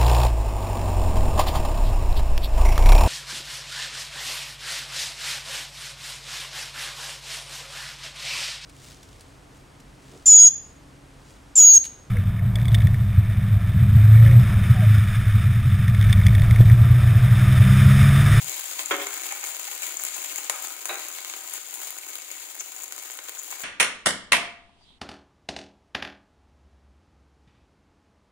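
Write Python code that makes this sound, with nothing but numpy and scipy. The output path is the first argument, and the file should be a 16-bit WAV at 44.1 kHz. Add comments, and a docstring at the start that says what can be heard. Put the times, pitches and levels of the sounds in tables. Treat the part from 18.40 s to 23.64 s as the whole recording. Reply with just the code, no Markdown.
"""Ginger frying in a steel pan

Spices and grated ginger fry in a little hot oil, just under a two-port microphone, over a soft gas flame.
Random trains of tiny filtered steam bursts make the sizzle, which mostly calms as the ginger dries.
Louder pops, snaps, spits and squeaks stand out and ring the pan. Beside the stove a metal vessel is
set down with a knock and later a dish clinks: both are decaying modes plus filtered noise.
Each gets room reverberation; the microphone adds port resonances, soft overload and gain control."""
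import sys
import numpy as np
from scipy import signal
from scipy.fft import rfft, irfft
from scipy.io import wavfile

SR = 44100
rng = np.random.default_rng(int(sys.argv[2]) if len(sys.argv) > 2 else 0)


def transcribe(u):
    """Save the signal u as a 16-bit wav file named by the first command-line argument.

    u: samples, shape (n,) or (channels, n), limited to [-1, 1]; the rate is SR.
    q: integer samples, one column per channel.
    """
    v = np.clip(np.atleast_2d(u).T, -1, 1)
    q = np.round(v * 32767).astype(np.int16)
    wavfile.write(sys.argv[1], SR, q)


N = 230904

# likeness of scattered sound at the two ports: f/Hz, likeness/0-1
LIKENESS = [(300, 0.93), (850, 0.6), (1600, 0.51), (2800, 0.06), (16000, 0)]
# decay of bounces inside the pan's bowl: f/Hz, t60/s
BOWL = [(1000, 0.022), (4500, 0.018), (7000, 0.036), (10000, 0.016), (15000, 0.014)]


def gain_of(db):
    """Decibels to amplitude."""
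    return 10 ** (np.asarray(db) / 20)


def evened(x):
    """Scales to rms 1."""
    return x / np.sqrt(np.mean(x ** 2) + 1e-20)


def read(points, hz):
    """Interpolates a table on a log-frequency axis."""
    f, value = np.transpose(points)
    return np.interp(np.log(hz + 1), np.log(f + 1), value)


def add(mix, s, sound):
    """Adds a sound into the mix at time s, in place."""
    part = mix[..., max(round(s * SR), 0):][..., :sound.shape[-1]]
    part += sound[..., :part.shape[-1]]


def through(x, response):
    """Convolves each channel, keeping at most the scene's length."""
    return signal.fftconvolve(np.atleast_2d(x), np.atleast_2d(response), axes=1)[:, :N]


def colour(points, size=1024):
    """Minimum-phase click with the given spectrum."""
    hz = abs(np.fft.fftfreq(size, 1 / SR))
    log_gain = np.log(gain_of(read(points, hz)))
    spectrum = np.exp(np.conj(signal.hilbert(log_gain)))
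    return np.fft.ifft(spectrum).real[:size // 2]


def drift(low_cut_hz, high_cut_hz):
    """Random swells of rms 1: noise with gentle, overlapping low and high cuts."""
    hz = np.fft.rfftfreq(N, 1 / SR)
    low_cut = hz ** 2 / (hz ** 2 + low_cut_hz ** 2)
    high_cut = 1 / np.sqrt(1 + (hz / high_cut_hz) ** 4)
    return evened(irfft(rfft(rng.standard_normal(N)) * low_cut * high_cut, N))


def scatter(t60, size=8192):
    """Dense reflections at both ports, left energy 1: noise decaying by a table of f/Hz, t60/s."""
    hz, t, z = signal.stft(rng.standard_normal((2, size)), SR, nperseg=128)
    same = np.clip(read(LIKENESS, hz), -1, 1)[:, None]
    z[1] = same * z[0] + np.sqrt(1 - same ** 2) * z[1]
    t60_s = np.maximum(read(t60, hz), .003)[:, None]
    z *= 1000. ** (-t / t60_s)
    tail = signal.istft(z, SR, nperseg=128)[1][:, :size]
    return tail / np.linalg.norm(tail[0])


def ring(modes, size=16384):
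    """Decaying sine modes, left energy 1; dB weighs a mode's energy. High modes reach the ports out of step."""
    t, out = np.arange(size) / SR, np.zeros((2, size))
    right_only = np.array([[0], [1]])
    for hz, db, t60 in modes:
        skew = (1 - read(LIKENESS, hz)) * rng.uniform(-np.pi, np.pi) * right_only
        decay = 1000. ** (-t / t60)
        out += gain_of(db) / np.sqrt(t60) * decay * np.sin(2 * np.pi * hz * t + skew)
    return out / np.linalg.norm(out[0])


def bowl(bounce_db, bounce_t60, size=4096):
    """Path from one spot in the oil to the ports: direct click plus bounces inside the steel bowl."""
    path = gain_of(bounce_db) * scatter(bounce_t60, size=size)
    path[0, 8] += 1  # sample 8; the right port hears it 5-8 samples earlier
    path[1, rng.integers(0, 4)] += 1
    return path / np.sqrt(1 + gain_of(bounce_db) ** 2)


def flurries(decay_s, per_s=150):
    """One burst sets off its neighbours: activity leaps up and dies away. 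Mean 0, rms 1."""
    kicks = rng.random(N) * (rng.random(N) < per_s / SR)
    decay = np.exp(-1 / (decay_s * SR))
    activity = np.sqrt(signal.lfilter([1], [1, -decay], kicks))
    return evened(activity - activity.mean())


def bubbles(spectrum, strength, per_s, spread_db, cap, clump_db, clump_s, tint_db, count=16):
    """Steam bursts of very uneven size come in flurries, from `count` spots that each have their own tint."""
    size_db = spread_db * np.minimum(rng.exponential(1, N), cap) + clump_db * flurries(clump_s)
    sign = rng.choice([-1, 1], N)
    happens = rng.random(N) < per_s / SR
    bursts = strength * evened(gain_of(size_db) * sign * happens)
    hz, db = np.transpose(spectrum)
    tints = gain_of(tint_db * rng.standard_normal((count, len(hz))))
    # together the spots keep the spectrum
    tints_db = 20 * np.log10(tints / np.sqrt(np.mean(tints ** 2, 0)))
    spot, out = rng.integers(0, count, N), np.zeros((2, N))
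    for k in range(count):
        tinted = colour(np.c_[hz, db + tints_db[k]])
        path = through(tinted, bowl(bounce_db=1.0, bounce_t60=[(1000, 0.016)]))
        out += through(bursts * (spot == k), path)
    return out


def boil_db(s):
    """How hard water boils out of the ginger at time s."""
    # boil strength: t/s, level/dB
    boil_points = [(0, 0), (1.2, -2), (1.95, -1.85), (2.4, -4.5), (3.3, -5), (3.9, -7), (4.45, -7),
                   (4.8, -9), (5.24, -6)]
    return np.interp(s, *np.transpose(boil_points))


def sizzle():
    """Fine fizz from wet ginger over duller sputter of larger bubbles; both follow the surging boil."""
    # bubble spectra: f/Hz, level/dB
    fine_spectrum = [(300, -12.5), (2000, -4), (4500, 4.5), (6800, -2.5), (8500, -1), (11000, -3.5),
                     (13000, 2.5), (15500, -10)]
    coarse_spectrum = [(300, 6.5), (400, 1.5), (550, -0.5), (780, 6.5), (1400, -1.5), (2400, 2),
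                       (4000, -0.5), (6000, 0), (15000, 2)]
    fizz_db, sputter_db, sputter_follows = -34.5, -38, 0.9  # last: share of the boil's dB
    surge_rms_db = 1.34
    boil = boil_db(np.arange(N) / SR) + surge_rms_db * drift(low_cut_hz=7, high_cut_hz=3)
    fizz = gain_of(fizz_db + boil)
    sputter = gain_of(sputter_db + sputter_follows * boil)
    fine = bubbles(fine_spectrum, fizz, per_s=5000, spread_db=4.7, cap=3.5,
                   clump_db=1.8, clump_s=0.007, tint_db=4)
    coarse = bubbles(coarse_spectrum, sputter, per_s=900, spread_db=4.4, cap=4.0,
                     clump_db=1.2, clump_s=0.01, tint_db=3)
    return fine + coarse


def spits():
    """Wet clumps spit short flurries of throaty bubbles."""
    # spits: t/s, length/s, relative level/dB
    spit_events = [(0.902, 0.032, -35), (1.024, 0.02, -35), (1.278, 0.01, -35), (1.435, 0.0037, -32.5),
                   (5.122, 0.0066, -30)]
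    # spectrum: f/Hz, level/dB
    spit_spectrum = [(300, -31), (550, -30), (780, 12), (1100, -2.5), (1600, 1), (2400, 4), (4000, -16.5),
                     (7000, -23.5), (15000, -22)]
    strength = np.zeros(N)
    for s, length_s, db in spit_events:
        add(strength, s, gain_of(db) * signal.windows.tukey(round(length_s * SR), .4))
    spitting = bubbles(spit_spectrum, strength, per_s=5000, spread_db=3.5, cap=1.6,
                       clump_db=2, clump_s=0.003, tint_db=3, count=6)
    return gain_of(6.0) * spitting


def burst(length_s, size=512):
    """A film of oil tears in a quick flutter, not one clean step; decaying noise with its spectrum flattened."""
    tear = rng.standard_normal(size) * np.exp(-np.arange(size) / (length_s * SR))
    spectrum = rfft(tear, 2 * size)
    flutter = np.roll(irfft(spectrum / abs(spectrum)), 8)[:size]
    return flutter / np.linalg.norm(flutter)


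def small_pops(count=80):
    """Lesser pops at random moments, in the columns of pops(); they weaken as the boil calms."""
    per_s = 5
    # relative level, bass lift, treble lift
    middle_db, spread_db = (-18, 1, -1), (2, 6, 5)
    times = np.cumsum(rng.exponential(1 / per_s, count))
    chance = rng.uniform(-1, 1, (count, 3))
    db, bass_db, treble_db = (middle_db + chance * spread_db).T
    return np.c_[times, db + boil_db(times), bass_db, treble_db]


def pops():
    """Drops of water flash to steam: dry cracks, or narrow pips where bass and treble are weak."""
    # placed pops: t/s, relative level/dB, bass lift/dB, treble lift/dB
    pop_events = [(0.0863, -27, -1, -4), (0.198, -21, -4, 18.5), (0.393, -8.5, 12, -16),
                  (0.459, -2, -27, -10), (0.6692, -3, 5, -5), (0.7219, -13, -16, -22),
                  (0.7493, -17, -15, -18), (0.89, -21.5, 15, -6), (0.9229, -6.5, 0, 0),
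                  (1.0406, -2.5, -1, -13), (1.1474, -7, 2, -23), (1.1673, -23, 15, 17),
                  (1.3146, -16.5, 8, 11.5), (1.4205, -7, -5, -10), (1.5699, 1.5, -19, -16),
                  (1.5964, -3.5, -2, -17), (1.6175, -7, -6, -9), (1.6367, -11.5, 8.5, 14.5),
                  (1.6503, -2, 0, 1), (1.741, -17, 3, -5), (1.8188, -9, -21, -3), (1.9597, -4.5, -4, 1.5),
                  (1.981, -4.5, -16, -17), (2.068, -26, 11, -6), (2.2234, -16.5, -10, 9),
                  (2.5558, -9, 0, -10), (2.6844, -11, -6, 4), (2.786, -16.5, 9.5, 4),
                  (2.8475, -16.5, 11.5, 5), (2.899, -11.5, 6, -22), (2.9378, -13.5, 10, -31),
                  (3.097, -18, 1, 8), (3.1373, -12, -7, 10), (3.3399, -10, -2.5, 4), (3.349, -18, -7, 13),
                  (3.4621, -26, -17, 14), (3.506, -17.5, 8, 13.5), (3.5855, -10, -1, 1),
                  (3.755, -21.5, 15.5, 16), (3.9146, -12, 2, 2), (4.2015, -9, -13, -14),
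                  (4.2071, -8, 3, -14), (4.3636, -10, -12, -16), (4.4213, -7, -46, -10),
                  (4.4344, -6, -15, -6), (4.4798, -24, -6, 6), (4.51, -26, 11, -7), (4.523, -11, 6.5, 3),
                  (4.5796, -18, 6, 1), (4.7001, -15.5, 7.5, -7), (4.7392, -32, 14, 22),
                  (4.7728, -23, 6, 14), (4.7892, -15, 11, -13), (4.7931, -20.5, 10, -7),
                  (4.886, -22.5, 14.5, -3), (4.8944, -14.5, 8, 5), (4.9958, -8, -14, -6),
                  (5.0336, -27, 2, 17), (5.061, -25, 2, 8), (5.2052, -25.5, 15, 12)]
    out = np.zeros((2, N))
    for s, db, bass_db, treble_db in [*pop_events, *small_pops()]:
        low = [(300, bass_db - 3), (620, bass_db - 3.5), (2200, bass_db - 3), (3800, 1.8 * bass_db - 9)]
        high = [(6800, 0), (10500, treble_db), (15000, treble_db - 4)]
        crack = through(colour(low + high), burst(length_s=0.0002))
        add(out, s, gain_of(db) * through(crack, bowl(bounce_db=-5.5, bounce_t60=BOWL)))
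    return gain_of(2.0) * out


def snaps():
    """A big drop bursts almost in one step of pressure, straight to the ports and once more off the far wall."""
    # snaps: t/s, level/dB, bass lift/dB
    snap_events = [(2.0972, 5.5, -2.5), (2.4554, -1, -5.5)]
    # spectrum: f/Hz, level/dB
    snap_spectrum = [(300, 6), (550, 9), (850, 8.5), (1800, 8), (3000, 1), (5000, 2), (7000, -4), (9500, 5),
                     (12500, -2.5), (15500, -10)]
    wall_s, wall_db = 0.0012, -14
    out = np.zeros((2, N))
    hz, shape_db = np.transpose(snap_spectrum)
    bass_share = read([(1500, 1), (7000, 0)], hz)
    for s, db, bass_db in snap_events:
        spectrum = np.c_[hz, db + shape_db + bass_db * bass_share]
        step = through(colour(spectrum), burst(length_s=0.00008))
        for delay_s, echo_db in [(0, 0), (wall_s, wall_db)]:
            path = bowl(bounce_db=-5.5, bounce_t60=BOWL)
            add(out, s + delay_s, gain_of(echo_db) * through(step, path))
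    return out


def squeaks(width_hz=600):
    """Steam squeaks out from under a shred of ginger: brief, rough whistles of narrow-band noise."""
    # squeaks: t/s, length/s, f/Hz, level/dB
    squeak_events = [(1.74, 0.0081, 6850, -36), (4.196, 0.012, 6200, -35), (4.983, 0.01, 6400, -41.5)]
    out = np.zeros((2, N))
    for s, length_s, hz, db in squeak_events:
        count = round(length_s * SR)
        peak = signal.iirpeak(hz, hz / width_hz, fs=SR)
        whistle = evened(signal.lfilter(*peak, rng.standard_normal(1024))[:count])
        shaped = whistle * signal.windows.tukey(count, .3)
        add(out, s, gain_of(db) * through(shaped, bowl(bounce_db=0.0, bounce_t60=BOWL)))
    return out


def struck(blows, modes, clatter, clatter_t60, ring_db, right_lag_s, spot_db=2.5, pivot_hz=1300):
    """Each blow sets off a short clatter and the object's modes, mixed by its hardness and its random spot."""
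    out, t = np.zeros((2, N)), np.arange(N) / SR
    mode_hz, mode_db, t60 = np.transpose(modes)
    clatter_hz, clatter_db = np.transpose(clatter)
    for s, db, hardness in blows:
        tilt_db = hardness * np.log2(mode_hz / pivot_hz)
        shares_db = mode_db + tilt_db + spot_db * rng.standard_normal(len(modes))
        strength = np.linalg.norm(gain_of(shares_db)) / np.linalg.norm(gain_of(mode_db))
        add(out, s, gain_of(db + ring_db) * strength * ring(np.c_[mode_hz, shares_db, t60]))
        tick = colour(np.c_[clatter_hz, clatter_db + hardness * np.log2(clatter_hz / pivot_hz)])
        add(out, s, gain_of(db) * through(tick, scatter([(1000, clatter_t60)])))
    return np.array([out[0], np.interp(t - right_lag_s, t, out[1])])


def pan(frying):
    """The steel pan rings along with the frying, and the snaps jolt it."""
    # modes: f/Hz, relative level/dB, t60/s
    pan_modes = [(412, -29, 1), (617, 5, 0.068), (763, 2, 0.63), (1059, -2.5, 0.15), (1273, 3.5, 0.45),
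                 (1495, 2, 0.079), (2230, 0, 0.26)]
    # jolts: t/s, relative level/dB, hardness/(dB/octave)
    pan_blows = [(2.0975, -4.5, 2.5), (2.456, -21, 6)]
    # clatter spectrum: f/Hz, relative level/dB
    pan_clatter = [(300, 14), (750, 5), (1500, 3), (2500, 2), (4000, 3), (15000, -14)]
    frying = frying + gain_of(-21.0) * through(frying, ring(pan_modes))
    return frying + struck(pan_blows, pan_modes, pan_clatter, clatter_t60=0.05, ring_db=-9.0, right_lag_s=0)


def vessel():
    """A metal vessel lands and rocks: a row of blows on its modes, with dense clatter between them."""
    # blows: t/s, relative level/dB, hardness/(dB/octave)
    vessel_blows = [(.5095, 5.5, 0.5), (.5125, -0.5, 4), (.5205, -0.5, -1), (.529, -3, 1), (.540, 1, 2),
                    (.583, -5.5, -0.5), (.597, -6.5, 2.5), (.615, -4.5, 4), (.662, -20, 3)]
    # modes: f/Hz, relative level/dB, t60/s
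    vessel_modes = [(269.4, 0, 0.2), (405.6, 22.5, 0.22), (432, 15.5, 0.32), (560, 15, 0.11),
                    (736, 4.5, 0.67), (1010, 2, 0.18), (1088, 1.5, 0.17), (1268, 4.5, 0.19),
                    (1330, -1, 0.2), (1362, 5.5, 0.19), (1628, -3, 0.54), (1810, 0, 0.58),
                    (2148, 3.5, 0.16), (2290, -18, 0.3), (2320, 0.5, 0.46), (3200, -3, 0.25),
                    (3386, -12, 0.13)]
    # clatter spectrum: f/Hz, relative level/dB
    vessel_clatter = [(280, 22), (500, 5.5), (800, 6.5), (1050, 8), (1400, 7), (1800, 4), (2200, 3),
                      (2750, 0), (3350, 5.5), (3750, -1), (4200, -10), (6000, -10), (15000, -51)]
    return gain_of(3.5) * struck(vessel_blows, vessel_modes, vessel_clatter,
                                 clatter_t60=0.12, ring_db=3.0, right_lag_s=0.0001)


def dish():
    """A dish clinks, rim first and then its body: quick blows on its modes, with clatter."""
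    # blows: t/s, relative level/dB, hardness/(dB/octave)
    dish_blows = [(2.493, 3, 1.5), (2.4962, -4.5, -1.5), (2.504, 1, -0.5), (2.513, -2.5, -2.5),
                  (2.528, -7, -0.5), (2.552, -16, -5)]
    # modes: f/Hz, relative level/dB, t60/s
    dish_modes = [(313, -4, 0.32), (389, 8.5, 0.3), (520, -8, 0.13), (618, 8.5, 0.064), (749, 5, 0.08),
                  (796, 4, 0.11), (1140, 1, 0.059), (1420, -9, 0.16), (1570, -10, 0.32), (2007, -2, 0.1),
                  (2140, -0.5, 0.22), (2474, 0.5, 0.072), (2830, -2, 0.078), (3780, 5.5, 0.1),
                  (3800, 4, 0.06)]
    # clatter spectrum: f/Hz, relative level/dB
    dish_clatter = [(280, 8.5), (700, 3.5), (1100, 0), (1500, -1), (2000, -2), (2600, -0.5), (3300, -13),
                    (3850, 2), (5000, -26), (15000, -42)]
    return gain_of(1.0) * struck(dish_blows, dish_modes, dish_clatter,
                                 clatter_t60=0.08, ring_db=-7.5, right_lag_s=0)


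def bumps(low_hz=70, high_hz=170):
    """Short dull swells of band-passed rumble, the same at both ports."""
    # bumps: t/s, length/s, level/dB
    bump_events = [(0.0, 0.11, -52.5), (0.485, 0.064, -59), (0.566, 0.08, -67)]
    swell = np.zeros(N)
    band = signal.butter(3, [low_hz, high_hz], "bandpass", fs=SR, output="sos")
    rumble = evened(signal.sosfilt(band, rng.standard_normal(N)))
    for s, length_s, db in bump_events:
        add(swell, s, gain_of(db) * signal.windows.tukey(round(length_s * SR), .8))
    return swell * rumble


def flame():
    """Steady rush of the gas flame: smooth low noise, scattered by the pan above it."""
    # spectrum: f/Hz, relative level/dB
    flame_spectrum = [(260, 4), (340, 1.5), (480, 2.5), (650, -0.5), (1000, -22), (3000, -20), (15000, -47)]
    level_db = -51.5
    rush = through(rng.standard_normal(N), colour(flame_spectrum))
    return gain_of(level_db) * evened(through(rush, scatter([(1000, 0.031)])))


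def kitchen(x, wet_db):
    """Adds the tiled room's reverberation, fed from the left port."""
    # reverberation: f/Hz, t60/s
    room_t60 = [(300, 0.37), (800, 0.65), (1400, 0.79), (2200, 0.7), (4500, 0.48), (8000, 0.56),
                (15000, 0.14)]
    return x + gain_of(wet_db) * through(x[0], scatter(room_t60, size=32768))


def duck(x, threshold_db=-29, share=0.55, recover_db_per_s=50):
    """Gain control: turns down a share of any smoothed level over the threshold, then recovers steadily."""
    keep = np.exp(-1 / (.05 * SR))  # 50 ms power average
    power = signal.lfilter([1 - keep], [1, -keep], (x ** 2).mean(0))
    power_db = 10 * np.log10(power + 1e-12)
    fall_db = recover_db_per_s * np.arange(N) / SR
    held_db = np.maximum.accumulate(power_db + fall_db) - fall_db
    over_db = np.maximum(held_db - threshold_db, 0)
    ease = np.exp(-1 / (.005 * SR))  # 5 ms gain smoothing
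    return x * gain_of(-share * signal.lfilter([1 - ease], [1, -ease], over_db))


def scene():
    """Pan, vessel and dish, each with its own share of room, over the flame."""
    frying = pan(sizzle() + spits() + pops() + snaps() + squeaks())
    knock, clink = vessel(), dish()
    return kitchen(frying, wet_db=-7.5) + kitchen(knock, wet_db=-9.5) + kitchen(clink, wet_db=-3.0) + flame()


def record(dry):
    """Port resonances, soft overload, steep low cut, a few low bumps, gain control and band limit."""
    # cavity resonances of each port: f/Hz, level/dB
    left_port = [(300, -9.5), (1500, 2), (2200, 0.5), (4200, -3.5), (5100, -4.5), (5950, 0), (6400, 9.5),
                 (6950, 15), (7500, 10), (8100, 4), (9200, 1.5), (11200, 5), (13400, -2), (15200, 11)]
    right_port = [(300, -9), (1200, -2), (1700, 1), (1950, 2), (2190, 5.5), (2500, 2), (3700, -1.5),
                  (5100, -4), (6300, -2.5), (8500, -4), (10500, -4.5), (12500, -10.5), (15200, -1.5)]
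    overload = 0.75  # amplitude ceiling; peaks near it are rounded off
    low_cut_hz, edge_hz = 275, 15700
    ports = np.array([colour(left_port), colour(right_port)])
    heard = overload * np.tanh(through(dry, ports) / overload)
    low_cut = signal.butter(16, low_cut_hz, "highpass", fs=SR, output="sos")
    heard = duck(signal.sosfilt(low_cut, heard) + bumps())
    band_limit = signal.firwin(601, edge_hz, window=("kaiser", 9), fs=SR)
    return signal.oaconvolve(heard, band_limit[None], "same")


dry = scene()
out = record(dry)
transcribe(out)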